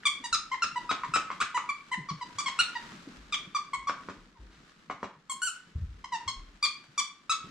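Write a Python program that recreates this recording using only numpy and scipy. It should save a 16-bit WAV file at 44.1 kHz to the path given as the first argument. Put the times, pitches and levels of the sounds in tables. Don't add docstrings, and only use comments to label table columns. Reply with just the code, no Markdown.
import sys
import numpy as np
from scipy import signal
from scipy.fft import rfft, irfft
from scipy.io import wavfile
from scipy.ndimage import uniform_filter1d

SR = 44100
rng = np.random.default_rng(int(sys.argv[2]) if len(sys.argv) > 2 else 0)


def output_pcm(signal):
    pcm = np.clip(np.atleast_2d(signal).T, -1, 1) * 32767
    wavfile.write(sys.argv[1], SR, np.round(pcm).astype(np.int16))


N = 330750
TIME = np.arange(N) / SR
TOP_HZ = 15300
SIDES = np.array([[1], [-1]])

# (frequency [Hz], level [dB])
CLOTH_SPECTRUM = [(350, -9.5), (700, -8.5), (1300, 2.5), (2500, -4.5), (4000, -6.5), (7500, -15),
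                  (10000, -26.5), (13000, -33.5), (15000, -48)]
# (frequency [Hz], level [dB])
AIR_SPECTRUM = [(60, -45), (200, -8.5), (500, -20.5), (800, -15.5), (1300, 10.5), (2500, 4.5), (3600, -2.5),
                (7500, -9.5), (9500, -31.5), (15000, -59)]


def undb(db):
    return 10 ** (np.asarray(db) / 20)


def along(points, hz):
    f, value = np.transpose(points)
    return np.interp(np.log(np.maximum(hz, 1)), np.log(f), value)


def noise(spectrum, size=N):
    gain = undb(along(spectrum, np.fft.rfftfreq(size, 1 / SR)))
    x = irfft(rfft(rng.standard_normal(size)) * gain, size)
    return x / x.std()


def wander(rate_hz, size):
    hold = max(int(SR / rate_hz), 1)
    stairs = np.repeat(rng.standard_normal(size // hold + 1), hold)
    return 1.375 * uniform_filter1d(uniform_filter1d(stairs, hold), hold)[:size]


def add(track, s, sound):
    start = max(int(s * SR), 0)
    part = sound[..., :N - start]
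    track[..., start:start + part.shape[-1]] += part


def pan(x, left_db):
    return x * undb(SIDES * left_db / 2)


def bedding(hiss_boost_db=6, rub_boost_db=1, grain_db=1.5):
    # (time [s], hiss level [dB], rubbing level [dB])
    stirring = [(0, -68, -65.5), (1.1, -63.5, -57), (1.85, -66, -64.5), (2.098, -69, -59.5),
                (2.4, -61, -60.5), (2.898, -60, -59), (3.198, -63.5, -56), (3.75, -70, -64),
                (4.099, -65, -55.5), (4.35, -75, -64.5), (4.7, -69, -64.5), (5.25, -77.5, -69.5),
                (5.551, -67.5, -70), (5.75, -71.5, -62), (6.301, -71, -64), (6.9, -70, -68),
                (7.349, -73.5, -67), (7.5, -62.5, -56)]
    # (frequency [Hz], level [dB])
    rub_spectrum = [(25, 3.5), (60, -7), (110, -6.5), (170, 4.5), (300, 1.5), (500, -9.5), (900, -17.5),
                    (2000, -61)]
    times, *levels = np.transpose(stirring)
    hiss_db, rub_db = (np.interp(TIME, times, level) for level in levels)
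    surge_db = 2.2 * wander(22, N)
    hiss = noise(CLOTH_SPECTRUM) + 0.83 * SIDES * noise(CLOTH_SPECTRUM)
    hiss *= undb(hiss_db + hiss_boost_db + surge_db / 2 + grain_db * wander(500, N))
    rub = noise(rub_spectrum) + 0.26 * SIDES * noise(rub_spectrum)
    return hiss + rub * undb(rub_db + rub_boost_db + surge_db)


def shell_pops(contact_s=0.0012, glide_s=0.0019, crunch_decay_s=0.01, rebound_s=0.0105):
    # (time [s], level [dB], pitch [Hz], decay [s], low body [dB], rebound [dB])
    snaps = [(0.0339, -33.5, 1650, 0.00058, -20, -16), (0.9113, -16, 1059, 0.0022, 4, -18),
             (1.034, -23, 967, 0.0057, -17, -7.5), (1.16, -16, 1186, 0.0024, 6, -11),
             (1.302, -22.5, 1052, 0.0021, -2, -7), (1.413, -19, 1293, 0.0015, -17, -2),
             (1.576, -16.5, 1108, 0.0018, -8, -25), (3.895, -18, 1184, .0012, 4, -20),
             (4.0861, -24.5, 990, 0.00071, 11, -7.5), (4.8982, -22, 1056, 0.0024, 9, -8.5),
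             (5.029, -22, 965, 0.0012, 11.5, -9)]
    # (pitch [multiple], decay time [multiple], level [dB])
    modes = [(0.261, 2.2, -16.5), (0.386, 1.8, -15), (.68, 1.2, -9), (1.001, 1, 8), (1.85, .85, -2),
             (3.1, .6, -25), (5.599, .35, -28)]
    out, t = np.zeros(N), np.arange(SR // 20) / SR
    rise = 1 - np.exp(-(t / contact_s) ** 2)
    for s, db, hz, decay_s, body_db, rebound_db in snaps:
        chirp = 106 * decay_s * np.exp(-t / glide_s)
        phase = 2 * np.pi * np.cumsum(hz * (1 + chirp)) / SR
        ring = 0
        for ratio, longer, mode_db in modes:
            gain = undb(mode_db + body_db * (ratio < 1))
            ring += gain * rise * np.exp(-t / (decay_s * longer)) * np.sin(ratio * phase)
        ring /= abs(ring).max()
        for delay_s, blow_db, crunch_db in (0, 0, -21), (rebound_s, rebound_db, -10):
            crunch = undb(crunch_db) * rise * noise(AIR_SPECTRUM, len(t)) * np.exp(-t / crunch_decay_s)
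            add(out, s + delay_s, undb(db + blow_db) * (ring + crunch))
    return out


def reed_squeak(length_s, attack_s, pitches, octave_db, upper_db, shrill_db, chatter,
                sag_per_s=1.97, swell_db=0.45, colour_db=2.5, flutter_db=2.5, rattle_db=4.5,
                air_db=-29, burst_db=-3.5, burst_lag_s=0.0023, burst_width_s=0.0069):
    # (frequency [Hz], level [dB])
    reed_spectrum = [(2800, 6.5), (3600, 1.5), (4700, 0.5), (5900, -4), (7000, -4), (8200, -6.5),
                     (9200, -16.5), (10500, -27), (12500, -33), (15000, -39)]
    # (frequency [Hz], weight [factor])
    shrill_weights = [(5500, 0.086), (7800, 1.03), (9500, 1.07), (15000, 1)]
    t = np.arange(int(0.12 * SR)) / SR
    progress = np.clip(t / length_s, 0, 1)
    release = 0.42 * (1 + chatter)
    stall = np.clip((t / length_s - 1) / release + 0.5, 0, 1)
    arch = np.polyval(np.polyfit([0.1, 0.5, 0.9], pitches, 2), progress)
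    sag = (sag_per_s * length_s + 0.2726 * chatter) * stall
    jitter = 0.0054 + 0.024 * chatter ** 2 + 0.052 * chatter * np.sqrt(stall)
    hz = arch * (1 - sag + jitter * wander(900, len(t)))
    phase = 2 * np.pi * np.cumsum(hz) / SR
    opening = np.clip(t / attack_s, 0, 1)
    pressure = opening * np.cos(stall * np.pi / 2) ** 2 * undb(swell_db * (2 * progress + 1))
    overtones = 0
    for k in range(2, int(TOP_HZ / pitches[1]) + 1):
        top_db = along(reed_spectrum, k * hz) + shrill_db * along(shrill_weights, k * hz)
        db = octave_db if k == 2 else upper_db + top_db
        lag = (k - 1) * np.pi / 2 + 0.29 * (k - 1) ** 2
        grip_db = colour_db * rng.standard_normal()
        overtones += undb(db + grip_db + flutter_db * wander(179, len(t))) * np.sin(k * phase - lag)
    slap = np.sqrt(opening) * undb(rattle_db * chatter * progress * (wander(1300, len(t)) + stall))
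    air = noise(AIR_SPECTRUM, len(t)) * (1 + np.cos(phase) / 2)
    burst = chatter ** 2 * np.exp(-((t - length_s - burst_lag_s) / burst_width_s) ** 2)
    burst *= undb(2.7 * wander(700, len(t)))
    bright_gain = np.hypot(1, undb(upper_db - 2))
    hiss = air * bright_gain * (undb(air_db) * pressure + undb(burst_db) * burst)
    return pressure * (np.sin(phase) + slap * overtones) + hiss


def toy_squeezes(usual_hz=1160, usual_attack_s=0.0029, attack_halving_hz=224):
    # (time [s], length [s], start pitch [Hz], middle pitch [Hz], level [dB],
    # octave [dB], upper partials [dB], shrill top [dB], chatter [0-1])
    squeezes = [(0.053, 0.022, 1170, 1176, -27.5, 1, -2.5, 0.5, 0.29),
                (0.237, .027, 955, 958.5, -38.5, 3, -9, 4.5, 0),
                (0.327, 0.023, 1369, 1327, -24, -9, -5.5, -4, 0.42),
                (0.514, 0.032, 1020, 1053, -30.5, -4, -21, -3.5, 0.33),
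                (0.621, 0.02, 1356, 1366, -23.5, -11, -13.5, -7, 0.51),
                (0.756, .028, 982, 983, -31, -7, -22, -6, 0.04),
                (.892, 0.024, 1225, 1278, -24, -16, -16, -6, 0.77),
                (1.137, 0.026, 1300, 1342, -21, -10.5, -19.5, 6.5, 0.79),
                (1.401, 0.01786, 1202, 1207, -26, -9, -18, 7.5, 1),
                (1.543, 0.033, 989, 996.5, -29, -6, -20, 4, 0.33),
                (1.689, .017, 1160, 1165, -28, -8.5, -20.5, 4.5, 0.21),
                (1.914, 0.032, 985, 1026, -32, 1, -19.5, 4.5, .2),
                (2.086, 0.02, 1159, 1137, -32, -12, -14, -10, 0.35),
                (2.209, .024, 1031, 996, -36, -6, -20, -3, 0.13),
                (2.384, 0.021, 1110, 1179, -29.5, -8, -7.5, -1, 0.37),
                (2.458, 0.028, 1092, 1089, -29.5, -6, -11.5, -1.5, 0.44),
                (2.589, 0.022, 1307, 1445, -23, -3, -10.5, 3, 0.52),
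                (2.751, 0.025, 962, 954, -35.5, -1, -17, -12, 0.06),
                (3.323, .023, 1241, 1177, -33, -2, -3, -4.5, .68),
                (3.547, .023, 1193, 1184, -24.5, -11, -16, -3, 0.18),
                (3.732, 0.0181, 1052, 1100, -27, -5, -23, 3.5, 0.21),
                (3.87, .023, 1143, 1135, -27, -19, -18.5, -6, 0.55),
                (4.348, .042, 1107, 961.7, -61, -14, -27, -2, 0.3),
                (5.295, 0.029, 1096, 1085, -33.5, -9.5, -13, 15, 0.12),
                (5.418, .067, 1461, 1503, -31, -9, -15, 17.5, 0.15),
                (6.041, 0.0069, 1086, 1050, -34, -4, -8, -7.5, 0.23),
                (6.119, 0.043, 1014, 943.7, -31, -11.5, -19, -1, 0),
                (6.276, 0.016, 1083, 1098, -30.5, -4, -7.5, -1.5, 0.28),
                (6.626, 0.031, 1162, 1191, -30, 1.7, -2, 0.5, 0.33),
                (6.977, 0.025, 1164, 1171, -28, 0, -6, 4.5, 0.28),
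                (7.295, 0.028, 1253, 1323, -23.5, -3, -6.5, -2, 0.39)]
    out = np.zeros(N)
    for s, length_s, start_hz, middle_hz, db, octave_db, upper_db, shrill_db, chatter in squeezes:
        attack_s = usual_attack_s * 0.5 ** ((middle_hz - usual_hz) / attack_halving_hz)
        overblow = 0.332 * chatter ** 6
        pitches = [start_hz, middle_hz, middle_hz * (0.98 + overblow)]
        squeak = reed_squeak(length_s, attack_s, pitches, octave_db, upper_db, shrill_db, chatter)
        add(out, s, undb(db) * squeak)
    return pan(out, left_db=1)


def paw_steps(hz, per_s=2, db=-56.5, spread_octaves=0.25):
    seconds = N / SR
    chance = rng.random((int(per_s * seconds), 2))
    return [(when * seconds, db, hz * 2 ** (spread_octaves * (2 * pitch - 1))) for when, pitch in chance]


def mattress_thumps(paw_hz=163.5, paw_decay_s=0.026, push_s=0.0053, wobble=0.13, padding_db=-9):
    # (time [s], level [dB], pitch [Hz])
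    thumps = [(0.196, -49.5, 253), (0.308, -54, 40), (1.083, -40, 152), (1.973, -36, 159.2),
              (2.107, -33, 149), (2.351, -47.5, 140.6), (2.918, -41.5, 189), (3.07, -39, 241),
              (3.168, -47.5, 46.2), (3.469, -49, 171), (3.771, -51, 62), (4.086, -52, 207.5),
              (4.16, -53, 42), (4.39, -43.5, 47.6), (5.337, -51.5, 214.1), (5.75, -29, 82.8),
              (5.813, -29, 72.06), (5.856, -38, 47.52), (6.259, -44, 93.3), (6.359, -38.5, 40.01),
              (7.437, -43, 193.8)]
    out, t = np.zeros(N), np.arange(SR // 2) / SR
    for s, db, hz in thumps + paw_steps(paw_hz):
        decay_s = paw_decay_s * (paw_hz / hz) ** 0.82
        phase = 2 * np.pi * np.cumsum(hz * (1 + wobble * wander(hz / 2, len(t)))) / SR
        padding = noise([(hz / 2, -14), (hz, 0), (2 * hz, -10), (4 * hz, -32), (20 * hz, -70)], len(t))
        shape = (1 - np.exp(-(t / push_s) ** 2)) * np.exp(-t / decay_s)
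        envelope = undb(db + wander(70, len(t))) * shape / shape.max()
        add(out, s, envelope * (np.sin(phase) + undb(padding_db) * padding))
    return out


def sheet_scuffs(grain_db=2.5):
    # (time [s], level [dB], half length [s])
    strokes = [(2.676, -53, 0.18), (3.081, -64, .015), (4.036, -56, 0.0029), (4.544, -63, .04),
               (4.697, -58, 0.0034), (6.21, -60, .04), (6.842, -54.5, 0.0021)]
    envelope = sum(undb(db) * np.exp(-((TIME - s) / half_s) ** 2) for s, db, half_s in strokes)
    return envelope * noise(CLOTH_SPECTRUM) * undb(grain_db * wander(600, N))


def bare_room(x, build_s=0.0092):
    # (delay [s], extra delay on the right [s], gain [factor])
    walls = [(.0021, .00007, 0.13), (.0039, 0.039, 0.084), (.0056, 0.008, 0.36), (.0089, 0.0044, 0.33),
             (0.0123, -0.0081, 0.41), (0.0125, -0.0073, 0.22), (0.023, -0.0016, 0.072),
             (.0345, 0.013, 0.14)]
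    # (frequency [Hz], time to fall 60 dB [s])
    ring_t60 = [(200, 0.29), (1200, 0.39), (2500, 0.42), (6000, 0.25), (14000, 0.28)]
    # (frequency [Hz], level [dB])
    ring_levels = [(200, -5.5), (1200, -3.5), (2500, -3), (6000, -1.5), (14000, -13.5)]
    t = np.arange(int(0.6 * SR)) / SR
    hz = np.fft.rfftfreq(len(t), 1 / SR)
    rise = 1 - np.exp(-(t / build_s) ** 2)
    response = np.zeros((2, len(t)))
    for centre_hz in 125 * 2 ** np.arange(8):
        octaves_off = abs(np.log2(np.maximum(hz, 1) / centre_hz))
        band = np.sqrt(np.clip(1 - octaves_off, 0, 1))
        shape = rise * np.exp(-np.log(1000) * t / along(ring_t60, centre_hz))
        mid, side = irfft(rfft(rng.standard_normal((2, len(t)))) * band, len(t))
        alike = np.exp(-0.36 * (centre_hz / 1700) ** 2)
        pair = np.sqrt((1 + alike) / 2) * mid + np.sqrt((1 - alike) / 2) * side * SIDES
        response += undb(along(ring_levels, centre_hz)) * pair * shape / np.linalg.norm(shape)
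    response[0, 1:3] += [0.45, 0.65]
    response[1, 0] += 1
    for delay_s, lag_s, gain in walls:
        response[0, int(delay_s * SR)] += gain
        response[1, int((delay_s + lag_s) * SR)] += gain
    return signal.fftconvolve(x, response, axes=1)[:, :N]


def close_pair(x):
    # (frequency [Hz], side gain [dB])
    width = [(300, -7.5), (600, -7), (1200, -2.5), (3000, -.5), (8000, -1.5)]
    mid, side = (x[0] + x[1]) / 2, (x[0] - x[1]) / 2
    side_gain = undb(along(width, np.fft.rfftfreq(N, 1 / SR)))
    return mid + SIDES * irfft(rfft(side) * side_gain, N)


def scene():
    in_room = bare_room(toy_squeezes() + shell_pops() + sheet_scuffs())
    bed = bedding() + mattress_thumps()
    return close_pair(in_room) + pan(bed, left_db=0.94)


def record(dry, low_cut_hz=28):
    low_cut = signal.butter(2, low_cut_hz, "high", fs=SR, output="sos")
    high_cut = signal.ellip(8, 0.2, 70, TOP_HZ, fs=SR, output="sos")
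    return signal.sosfilt(high_cut, signal.sosfilt(low_cut, dry))


dry = scene()
out = record(dry)
output_pcm(out)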